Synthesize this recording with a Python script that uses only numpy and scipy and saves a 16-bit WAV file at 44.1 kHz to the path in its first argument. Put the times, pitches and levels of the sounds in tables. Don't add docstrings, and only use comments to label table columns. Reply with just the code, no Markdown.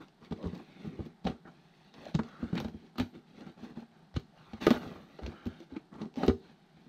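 import sys
import numpy as np
from scipy import signal
from scipy.fft import rfft, irfft, next_fast_len
from scipy.io import wavfile

SR = 44100
rng = np.random.default_rng(int(sys.argv[2]) if len(sys.argv) > 2 else 0)


def bounce(signal):
    frames = np.transpose(np.atleast_2d(signal))
    limited = np.clip(frames, -1, 1)
    pcm = np.round(limited * 32767).astype(np.int16)
    wavfile.write(sys.argv[1], SR, pcm)


N = 303672
TIME = np.arange(N) / SR
AGE = np.arange(SR // 2) / SR


def from_db(db):
    return 10 ** (np.asarray(db) / 20)


def rms_one(x):
    return x / np.sqrt(np.mean(x ** 2) + 1e-20)


def at_hz(points, hz):
    freq, value = np.transpose(points)
    return np.interp(np.log(np.maximum(hz, 1)), np.log(freq), value)


def coloured(x, spectrum):
    size = next_fast_len(len(x))
    hz = np.arange(size // 2 + 1) * SR / size
    shaped = rfft(x, size) * from_db(at_hz(spectrum, hz))
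    return rms_one(irfft(shaped, size)[:len(x)])


def butter(x, hz, kind, order=2):
    return signal.sosfilt(signal.butter(order, hz, kind, fs=SR, output="sos"), x)


def resonance(x, hz, q):
    return signal.lfilter(*signal.iirpeak(hz, q, fs=SR), x)


def fade(t60):
    return np.exp(-np.log(1000) * AGE / t60)


def swell(seconds):
    return 1 - np.exp(-AGE / seconds)


def add(track, start_s, sound):
    start = max(round(start_s * SR), 0)
    track[start:start + len(sound)] += sound[:max(N - start, 0)]


def drift(per_s):
    targets = rng.standard_normal(N // 40 + 2)
    return rms_one(np.interp(TIME * per_s, np.arange(len(targets)), targets))


def ring(tones, spread_db, detune):
    out = 0
    for k, (hz, db, t60) in enumerate(tones):
        strength, shift = rng.standard_normal(2)
        wave = np.sin(2 * np.pi * hz * (1 + detune * shift) * AGE)
        out = out + (-1) ** (k // 2) * from_db(db + spread_db * strength) * fade(t60) * wave
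    return out


def burst(spectrum, t60, crack_db, rise_s):
    loudness = (fade(t60) + from_db(crack_db) * fade(0.0045)) * swell(rise_s)
    return coloured(rng.standard_normal(len(AGE)), spectrum) * loudness


def random_clicks(per_s, size_db):
    sizes = from_db(size_db * np.minimum(rng.exponential(1, N), 4))
    return sizes * rng.choice([-1, 1], N) * (rng.random(N) < per_s / SR)


def slips(per_s, size_db, rub_db, clump_db):
    clicks = rms_one(random_clicks(per_s, size_db))
    rub = from_db(rub_db) * rng.standard_normal(N)
    return (clicks + rub) * from_db(clump_db * drift(70))


# frequency in Hz, level in dB.
HUSH_COLOUR = [(25, -1.5), (100, -25), (155, 4.5), (200, 0), (290, -13.5), (380, -6.5), (500, -20.5),
               (790, -9.5), (1000, -20.5), (1500, -18.5), (2400, -28.5), (4000, -25), (7000, -38.5),
               (12000, -27), (15000, -39)]


def room_hush():
    return from_db(-62) * coloured(rng.standard_normal(N), HUSH_COLOUR)


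# frequency in Hz, fade time in seconds.
ROOM_FADES = [(100, 0.18), (250, 0.3), (1000, 0.15), (4000, 0.23), (14000, 0.42)]
# delay in seconds, level in dB.
NEAR_ECHOES = [(.0037, -17.5), (.0063, -21.5), (0.0103, -14.5), (0.0155, -20.5)]


def room_echo(x, tail_db):
    edges_hz, tail = np.geomspace(140, 16000, 8), 0
    for low, high in zip(edges_hz, edges_hz[1:]):
        band = butter(rng.standard_normal(len(AGE)), [low, high], "band")
        tail = tail + band * fade(at_hz(ROOM_FADES, np.sqrt(low * high)))
    tail = tail * swell(0.00087)
    early = np.zeros(len(AGE))
    for delay, db in NEAR_ECHOES:
        early[round(delay * SR)] = from_db(db)
    early = butter(early, 390, "high")
    return signal.fftconvolve(x, early + from_db(tail_db) * tail / np.linalg.norm(tail))[:N]


# pitch in Hz, level in dB, fade time in seconds.
TOOL_TONES = [(4070, -24, 0.23), (4330, -2, 0.06), (4330, 5, 0.039)]
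# start in seconds, level in dB.
BENCH_JOLTS = [(6.236, -61), (6.28, -40)]


def tool_jingle():
    out = np.zeros(N)
    for start, db in BENCH_JOLTS:
        add(out, start, from_db(db) * ring(TOOL_TONES, spread_db=2.5, detune=0.0027))
    return out


# middle in seconds, half length in seconds,
# middle pitch in Hz, glide from middle to end in Hz, width of the band in Hz, level in dB.
GLIDING_BANDS = [(0.416, 0.058, 490, 16, 238, -45.5), (0.451, 0.081, 1045, -100, 251, -52.5),
                 (.74, 0.24, 3610, -82, 350, -72), (0.86, 0.48, 2200, -250, 553, -67),
                 (1.273, 0.017, 653.6, 8, 220, -31.5), (1.459, 0.015, 1610, -150, 520, -54.5),
                 (1.482, 0.025, 1367, -120, 420, -53.5), (1.918, 0.14, 3850, -100, 450, -71.5),
                 (2.033, 0.039, 600, 33, 100, -52), (2.068, 0.0078, 627, -20, 110, -37),
                 (2.091, 0.012, 632, -21.5, 80, -45.5), (2.12, 0.013, 650, -24, 90, -51),
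                 (2.197, 0.012, 1170, 2, 396, -35), (2.386, 0.27, 1360, 148.5, 444, -55),
                 (2.577, .035, 2100, 203, 795, -44), (4.365, 0.051, 694, 93, 200, -62),
                 (4.442, 0.082, 990, 107.5, 298, -66), (5.42, 0.25, 1414, 109.5, 500, -58),
                 (5.471, 0.22, 3070, 118.5, 280, -68), (5.766, 0.012, 2283, 4, 450, -50.5),
                 (6.227, 0.085, 680, 1.5, 317, -39.5), (6.436, 0.099, 4070, 5, 700, -69)]


def rubs_and_swishes():
    out = np.zeros(N)
    for middle, half_s, hz, glide_hz, width_hz, db in GLIDING_BANDS:
        size = round(2 * half_s * SR)
        phase = 2 * np.pi * np.cumsum(hz + glide_hz * np.linspace(-1, 1, size)) / SR
        wobble_a, wobble_b = butter(rng.standard_normal((2, size)), width_hz / 2, "low")
        band = wobble_a * np.cos(phase) + wobble_b * np.sin(phase)
        add(out, middle - half_s, from_db(db - 7.0) * rms_one(band * np.hanning(size)))
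    return out


def card_skid(start_s, db, t60):
    age = TIME - start_s
    friction = slips(per_s=1500, size_db=2.0, rub_db=3.0, clump_db=1.5)
    sizzle = rms_one(butter(friction, 11200, "high", order=6))
    return from_db(db - 60 * np.maximum(age, 0) / t60) * (age > 0) * sizzle


# frequency in Hz, level in dB.
CRINKLE_COLOUR = [(1200, -1.5), (2000, 7.5), (3000, 5), (4300, 5), (5000, -5.5), (6200, -4.5),
                  (7500, -14.5), (10000, -4.5), (15000, -11)]


def film_crinkle():
    rub = slips(per_s=500, size_db=2.0, rub_db=5.0, clump_db=0.5)
    clicks = random_clicks(per_s=1400, size_db=3.0)
    pitches = np.geomspace(1200, 6000, 16)
    face, ticks = rng.integers(0, len(pitches), N), 0
    for k, hz in enumerate(pitches):
        face_clicks = clicks * (face == k) * from_db(2.5 * drift(6.4))
        ticks = ticks + resonance(face_clicks + 1e-18, hz, q=12)
    return from_db(-1) * coloured(rub, CRINKLE_COLOUR) + from_db(-3) * coloured(ticks, CRINKLE_COLOUR)


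def card_reflection(x, delay_s, swing, echo_db):
    lag = delay_s * np.exp(swing * drift(3))
    gain = from_db(echo_db)
    return (x + gain * np.interp(TIME - lag, TIME, x)) / np.hypot(1, gain)


# start in seconds, length in seconds, box drone in dB,
# card scrape in dB, film crinkle in dB, change from start to end in dB.
SLIDE_STROKES = [(0.0, 0.07, -52.5, -57.5, -66.5, -25), (0.201, 0.058, -55, -61, -68, 7),
                 (0.338, 0.27, -46.5, -59, -66.5, 2.5), (0.597, 0.27, -55, -64.5, -68, 8),
                 (0.796, 0.27, -47, -64.5, -69.5, 3), (1.262, 0.046, -43, -45, -56.5, -8.5),
                 (1.452, 0.11, -52.5, -60.5, -73.5, -11), (1.53, 0.36, -87, -73, -72, 5),
                 (1.925, 0.17, -52, -59.5, -62, 7.5), (2.213, 0.31, -59, -62.5, -68, -9),
                 (2.386, 0.13, -43.5, -59, -66, -5), (2.53, 0.16, -38, -50.5, -61, -13.5),
                 (2.71, 0.17, -55, -72, -71.5, 2), (2.988, 0.06, -37, -46, -51.5, -24),
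                 (3.121, 0.035, -48.5, -61.5, -68.5, 10.5), (3.254, .09, -60, -75, -72.5, -2),
                 (3.328, 0.083, -49, -57.5, -67.5, 12), (3.434, 0.062, -48, -59.5, -66.5, 4),
                 (3.557, 0.091, -50, -57.5, -66.5, 15.5), (3.655, 0.07, -43.5, -58.5, -68.5, -7),
                 (3.747, 0.07, -49, -56, -65, -5), (3.9, 0.15, -73, -66.5, -76.5, -3),
                 (4.143, 0.017, -52, -66, -56, -4), (4.218, 0.15, -84, -78, -80, 10),
                 (4.35, 0.23, -81, -59.5, -68.5, 4.5), (4.6, 0.094, -39, -43.5, -46.5, -4),
                 (4.705, 0.056, -40, -37.5, -48.5, -6), (4.795, 0.26, -46, -52.5, -62.5, -15.5),
                 (5.057, 0.14, -59.5, -65, -69, 4), (5.205, 0.12, -46, -53, -64, -0.5),
                 (5.332, 0.3, -56.5, -62.5, -67.5, 2), (5.686, 0.11, -56.5, -59, -71, -3.5),
                 (5.91, 0.12, -45.5, -54.5, -70.5, 9), (6.159, 0.1, -36, -47.5, -54, 5.5),
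                 (6.404, 0.11, -59, -65.5, -71, 5), (6.545, 0.27, -93, -81, -78.5, 0),
                 (6.745, 0.17, -62, -75, -75, -2)]
HOLDING_DB = (-73.5, -82.5, -90)


def stroke_volumes(rise_s, release_t60):
    power = from_db(HOLDING_DB)[:, None] ** 2 * np.ones(N)
    age = np.arange(SR) / SR
    attack = np.minimum(age / rise_s, 1)
    for start, length, *levels_db, change_db in SLIDE_STROKES:
        hold = from_db(change_db * (np.minimum(age / length, 1) - .5))
        release = from_db(-60 * np.maximum(age - length, 0) / release_t60)
        for layer, db in zip(power, levels_db):
            add(layer, start, (from_db(db) * attack * hold * release) ** 2)
    return np.sqrt(power)


# frequency in Hz, level in dB.
DRONE_COLOUR = [(50, -53.5), (85, -12), (115, -13.5), (160, 11), (230, 14), (330, 5), (450, 3.5),
                (700, -38)]
SCRAPE_COLOUR = [(300, 1), (480, -3.5), (650, 4.5), (1000, -2), (1400, 0.5), (1900, -12), (3000, -36)]
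# pitch in Hz, level in dB, fade time in seconds.
BOX_TONES = [(315, -3.5, 0.06), (381.8, -8, 0.15), (447.7, -6, 0.13), (492, -8.5, 0.06), (628, -2, 0.057),
             (749, -11.5, 0.11), (876, -15.5, 0.048), (954, -18.5, 0.041)]
CARD_TONES = [(1120, -7, 0.026), (1227, 4.5, 0.067), (1312, -2.5, 0.073), (1484, 0.5, 0.071),
              (1772, -9.5, 0.07), (1980, -4, 0.06), (2267, -7, 0.041), (2730, -15.5, 0.036),
              (2910, -5, 0.04)]


def sliding():
    drone, scrape, crinkle = stroke_volumes(rise_s=0.025, release_t60=0.18)
    friction = slips(per_s=1100, size_db=1.0, rub_db=2.5, clump_db=2.5)
    film = film_crinkle()
    ringing = ring(BOX_TONES + CARD_TONES, spread_db=2.5, detune=0.0035)
    hollow = rms_one(signal.fftconvolve(friction, ringing)[:N])
    rubbing = from_db(-2) * coloured(friction, SCRAPE_COLOUR) + from_db(-17) * hollow
    rustle = card_reflection(scrape * rubbing + crinkle * film, delay_s=0.001208, swing=.2, echo_db=-8)
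    fine_slips = slips(per_s=900, size_db=2.5, rub_db=0.0, clump_db=2.0)
    sizzle = rms_one(butter(fine_slips, 13100, "high", order=6))
    sizzle *= from_db(-45.5) * (crinkle / crinkle.max()) ** 1.16
    return from_db(-4.5) * drone * coloured(friction, DRONE_COLOUR) + rustle + sizzle


# start in seconds, level in dB, level of the bright tick in dB.
FILM_SNAPS = [(0.0212, -57, -83), (0.0835, -45.5, -85), (0.248, -44, -88), (0.3095, -46, -78),
              (0.428, -38, -82), (0.472, -41, -76), (0.548, -45, -73), (0.552, -39.5, -69),
              (0.5772, -41, -69), (0.857, -48, -78), (1.054, -44, -76), (1.063, -48, -72),
              (1.2448, -42, -74), (1.94, -36, -85), (1.979, -55, -81), (2.0543, -37.5, -72),
              (2.1445, -32, -74), (2.151, -24.5, -70), (2.234, -40, -92), (2.288, -44, -87),
              (2.5543, -33, -62), (2.577, -38, -68), (2.6016, -24, -52), (2.6455, -36, -68),
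              (2.6836, -39, -67), (2.958, -51, -79), (2.9822, -33, -51), (2.9985, -33, -52),
              (3.409, -43, -84), (3.465, -47, -86), (3.805, -50, -77), (4.1416, -41.5, -86),
              (4.197, -42, -68), (4.6151, -34, -79), (4.669, -34, -49), (4.707, -28, -42.5),
              (5.234, -42, -74), (5.263, -29, -70), (5.4555, -37.5, -63), (5.468, -37, -60),
              (5.603, -41, -72), (5.9408, -44.5, -85), (6.055, -44, -82), (6.14, -43, -87),
              (6.158, -37, -73), (6.166, -38, -77), (6.172, -39.5, -79), (6.248, -42, -69),
              (6.264, -35, -51), (6.2807, -19, -52)]
# frequency in Hz, level in dB.
SHIVER_COLOUR = [(500, 22), (1500, -4.5), (4000, 1), (5000, -4), (6300, -9), (8000, -39), (15000, -18.5)]


def film_snaps():
    out = np.zeros(N)
    for start, db, tick_db in FILM_SNAPS:
        click = rng.standard_normal(len(AGE)) * fade(.007)
        click = butter(butter(click, 2200, "high"), 4600, "low", order=3)
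        tick = rng.standard_normal(len(AGE)) * (fade(.0015) + from_db(-7.5) * fade(0.025))
        tick = butter(tick, 11800, "high", order=6)
        shiver = butter(burst(SHIVER_COLOUR, t60=0.049, crack_db=-1.0, rise_s=0.0004), 630, "high")
        body = from_db(-0.5) * click + from_db(-5) * shiver
        add(out, start, from_db(db) * body + from_db(tick_db + 27.5) * tick)
    return out


# middle in seconds, level in dB, pitch in Hz, rough half length in seconds.
AIR_PUFFS = [(1.26, -26, 193, 0.01), (2.1565, -18, 179, 0.0079), (3.011, -32, 104, 0.013),
             (4.161, -32.5, 72, .012), (4.1734, -20, 111, 0.0041), (5.247, -32.5, 67, 0.016),
             (6.2833, -11, 313, 0.0026)]


def air_puffs():
    out = np.zeros(N)
    for middle, db, hz, half_s in AIR_PUFFS:
        offset = TIME - middle
        hump = np.exp(-np.minimum((offset / half_s) ** 2, 60))
        out += from_db(db) * hump * np.cos(2 * np.pi * hz * offset)
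    return out


# start in seconds, level in dB.
EDGE_CRACKS = [(0.3112, -37), (1.2692, -27), (2.192, -28.5), (2.9995, -14.5), (4.6672, -10), (4.6722, -17),
               (4.7058, -10), (6.2816, -33)]


def edge_cracks(push_s):
    out, progress = np.zeros(N), AGE / push_s
    pulse = butter((1 - progress) * np.exp(-np.minimum(progress, 60)), 5000, "low")
    for start, db in EDGE_CRACKS:
        add(out, start, from_db(db) * pulse)
    return out


# multiple of its pitch, level in dB.
PANEL_TONES = [(0.761, -10.5), (0.996, 1), (1.551, -14.5)]
# pitch in Hz, level in dB, fade time in seconds.
BENCH_TONES = [(70.7, -7, 0.13), (88, 0, 0.11)]
# frequency in Hz, level in dB.
SLAP_COLOUR = [(400, -45), (900, 2.5), (1600, -6.5), (2800, -2.5), (4300, 0), (5000, -13), (6200, -14),
               (7500, -24.5), (10000, -21), (15000, -23)]


def hit(panel_db, panel_hz, panel_t60, thump_db, box_db, card_db, slap_db):
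    tones = [(panel_hz * multiple, db, panel_t60) for multiple, db in PANEL_TONES]
    bend = ring(tones, spread_db=2.0, detune=0.0039)
    contents = coloured(rng.standard_normal(len(AGE)), DRONE_COLOUR) * fade(1.7 * panel_t60)
    panel = from_db(panel_db + 1.5) * (bend + from_db(-12) * contents) * swell(0.0028)
    thump = from_db(thump_db + 2.5) * ring(BENCH_TONES, spread_db=2.5, detune=0.034) * swell(0.0075)
    box = from_db(box_db - 0.5) * ring(BOX_TONES, spread_db=2.5, detune=0.018) * swell(0.0015)
    card = from_db(card_db - 6) * ring(CARD_TONES, spread_db=2.0, detune=0.004) * swell(0.0015)
    clack = from_db(card_db - 0.5) * burst(SCRAPE_COLOUR, t60=0.051, crack_db=15.0, rise_s=0.00038)
    slap = from_db(slap_db) * burst(SLAP_COLOUR, t60=0.032, crack_db=-20.5, rise_s=0.0016)
    return panel + thump + box + card + clack + slap


# start in seconds, panel level in dB, panel pitch in Hz, bench thump in dB.
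SOFT_BUMPS = [(0.44, -21.5, 254, -48), (0.456, -23.5, 178, -28.5), (0.53, -32.5, 183, -58),
              (0.846, -29, 214, -53), (0.873, -30, 165, -44), (0.925, -39.5, 255, -50),
              (1.004, -30, 150, -36), (1.059, -35, 228, -54), (2.428, -24, 235, -32),
              (2.528, -21, 171, -53), (2.553, -25.5, 195, -58), (2.744, -36, 221, -38),
              (3.019, -32.5, 257, -35), (3.16, -41, 240.5, -54.5), (3.633, -33, 226, -59),
              (3.773, -35, 229, -60), (4.859, -36, 243, -39), (5.228, -36.5, 198, -52),
              (5.277, -30.5, 230, -35.5), (5.461, -23, 241.4, -32.5), (5.603, -45, 336, -72),
              (5.721, -35.5, 270, -46), (6.057, -34.5, 248, -67), (6.172, -27, 258, -64),
              (6.768, -44, 214, -58), (6.864, -43.5, 218, -66)]


def soft_bumps():
    out = np.zeros(N)
    for start, db, hz, thump_db in SOFT_BUMPS:
        bump = hit(db, hz, panel_t60=0.081, thump_db=thump_db,
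                   box_db=db - 18.5, card_db=db - 30.5, slap_db=db - 32)
        add(out, start, bump)
    return out


# landing time in seconds, panel level in dB,
# panel pitch in Hz, panel fade time in seconds, then bench thump, box knock, card clack and slap in dB.
EDGE_KNOCKS = [(0.311, -27.5, 220, 0.059, -37.5, -47, -53.5, -53),
               (0.322, -23, 183, 0.055, -39.5, -36, -45.5, -42.5),
               (0.99, -31.5, 345, 0.047, -34, -41, -59, -67), (1.25, -26.5, 240, 0.075, -34, -38, -64, -41),
               (1.269, -27, 171, 0.087, -34, -29.5, -36.5, -31),
               (1.2959, -30, 224, 0.079, -36.5, -35.5, -56, -47),
               (1.451, -45.5, 178, 0.15, -68, -54, -64, -79),
               (2.148, -16, 199, 0.053, -33, -43, -49, -34.5),
               (2.1912, -20.5, 216, 0.059, -36, -33.5, -41, -42),
               (2.577, -40, 137, 0.29, -68, -58, -52, -31.5), (2.602, -39, 198, 0.08, -38, -55, -45.5, -50),
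               (2.6467, -27.5, 220, 0.06, -33, -39, -55, -44),
               (2.957, -46, 228, 0.15, -68, -58, -56.5, -56),
               (2.982, -32, 225.4, 0.13, -62, -56, -40.5, -33.5),
               (2.999, -26.5, 248.6, 0.079, -31, -45, -40, -31.5),
               (4.1637, -26, 250, 0.036, -36, -38.5, -44, -33),
               (4.533, -31.5, 224, 0.056, -37, -50, -49.5, -46),
               (4.667, -6, 350, 0.021, -53, -19.5, -22.5, -28), (4.679, -9, 400, 0.025, -53, -38, -47, -45),
               (4.706, -15, 240, 0.059, -48, -32, -32, -33),
               (4.7107, -14.5, 318, 0.038, -46, -27.5, -34, -30.5),
               (4.762, -36, 187, 0.05, -39, -43, -41, -53), (4.832, -44, 298, 0.074, -60, -44, -48.5, -56),
               (4.958, -37.5, 242, 0.06, -47, -44.5, -55, -59),
               (5.189, -59, 357, 0.062, -71, -38, -51, -51), (5.263, -45, 206, 0.18, -40, -41, -67, -42),
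               (5.764, -29.5, 298, 0.057, -65, -55, -50, -48.5),
               (6.015, -30, 220, 0.15, -85, -40, -53, -41.5), (6.2328, -24, 260, 0.1, -38, -29.5, -36, -37),
               (6.28, -12.5, 225, 0.052, -20.5, -20.5, -36, -33),
               (6.295, -17.5, 295, 0.042, -27, -31, -34.5, -47)]


def edge_knocks():
    out = np.zeros(N)
    for landing, *body, slap_db in EDGE_KNOCKS:
        add(out, landing, hit(*body, slap_db))
        scuff = coloured(rng.standard_normal(len(AGE)), SLAP_COLOUR) * fade(0.036)
        graze = scuff[SR // 20::-1]
        add(out, landing - len(graze) / SR, from_db(slap_db - 15.5) * graze)
    return out


def treble_scatter(x):
    return from_db(-1) * butter(x, 10050, "high", order=4) * drift(per_s=SR / 64)


def scene():
    handling = edge_knocks() + edge_cracks(push_s=.00013) + air_puffs() + soft_bumps()
    handling += film_snaps() + sliding() + card_skid(start_s=4.667, db=-50, t60=1.35)
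    handling += rubs_and_swishes() + tool_jingle()
    centre = room_hush() + handling + room_echo(handling, tail_db=-12)
    sides = np.array([treble_scatter(centre) for _ in range(2)])
    microphone_hiss = from_db(-104) * butter(rng.standard_normal((2, N)), 6000, "high")
    return centre + sides + microphone_hiss


def microphone_ports(x, left_db, right_db):
    x = x + from_db(-0.5) * resonance(x, hz=12700, q=11)
    x = x - from_db(-1) * resonance(x, hz=10750, q=1.83)
    top = signal.sosfiltfilt(signal.butter(6, 11500, "high", fs=SR, output="sos"), x)
    top_gain = from_db([[left_db], [right_db]])
    return butter(x + top * (top_gain - 1), 9700, "low")


def record(dry):
    x = microphone_ports(butter(dry, 45, "high"), left_db=-17.5, right_db=-6.5)
    return signal.sosfilt(signal.ellip(10, .2, 80, 15800, fs=SR, output="sos"), x)


dry = scene()
out = record(dry)
bounce(out)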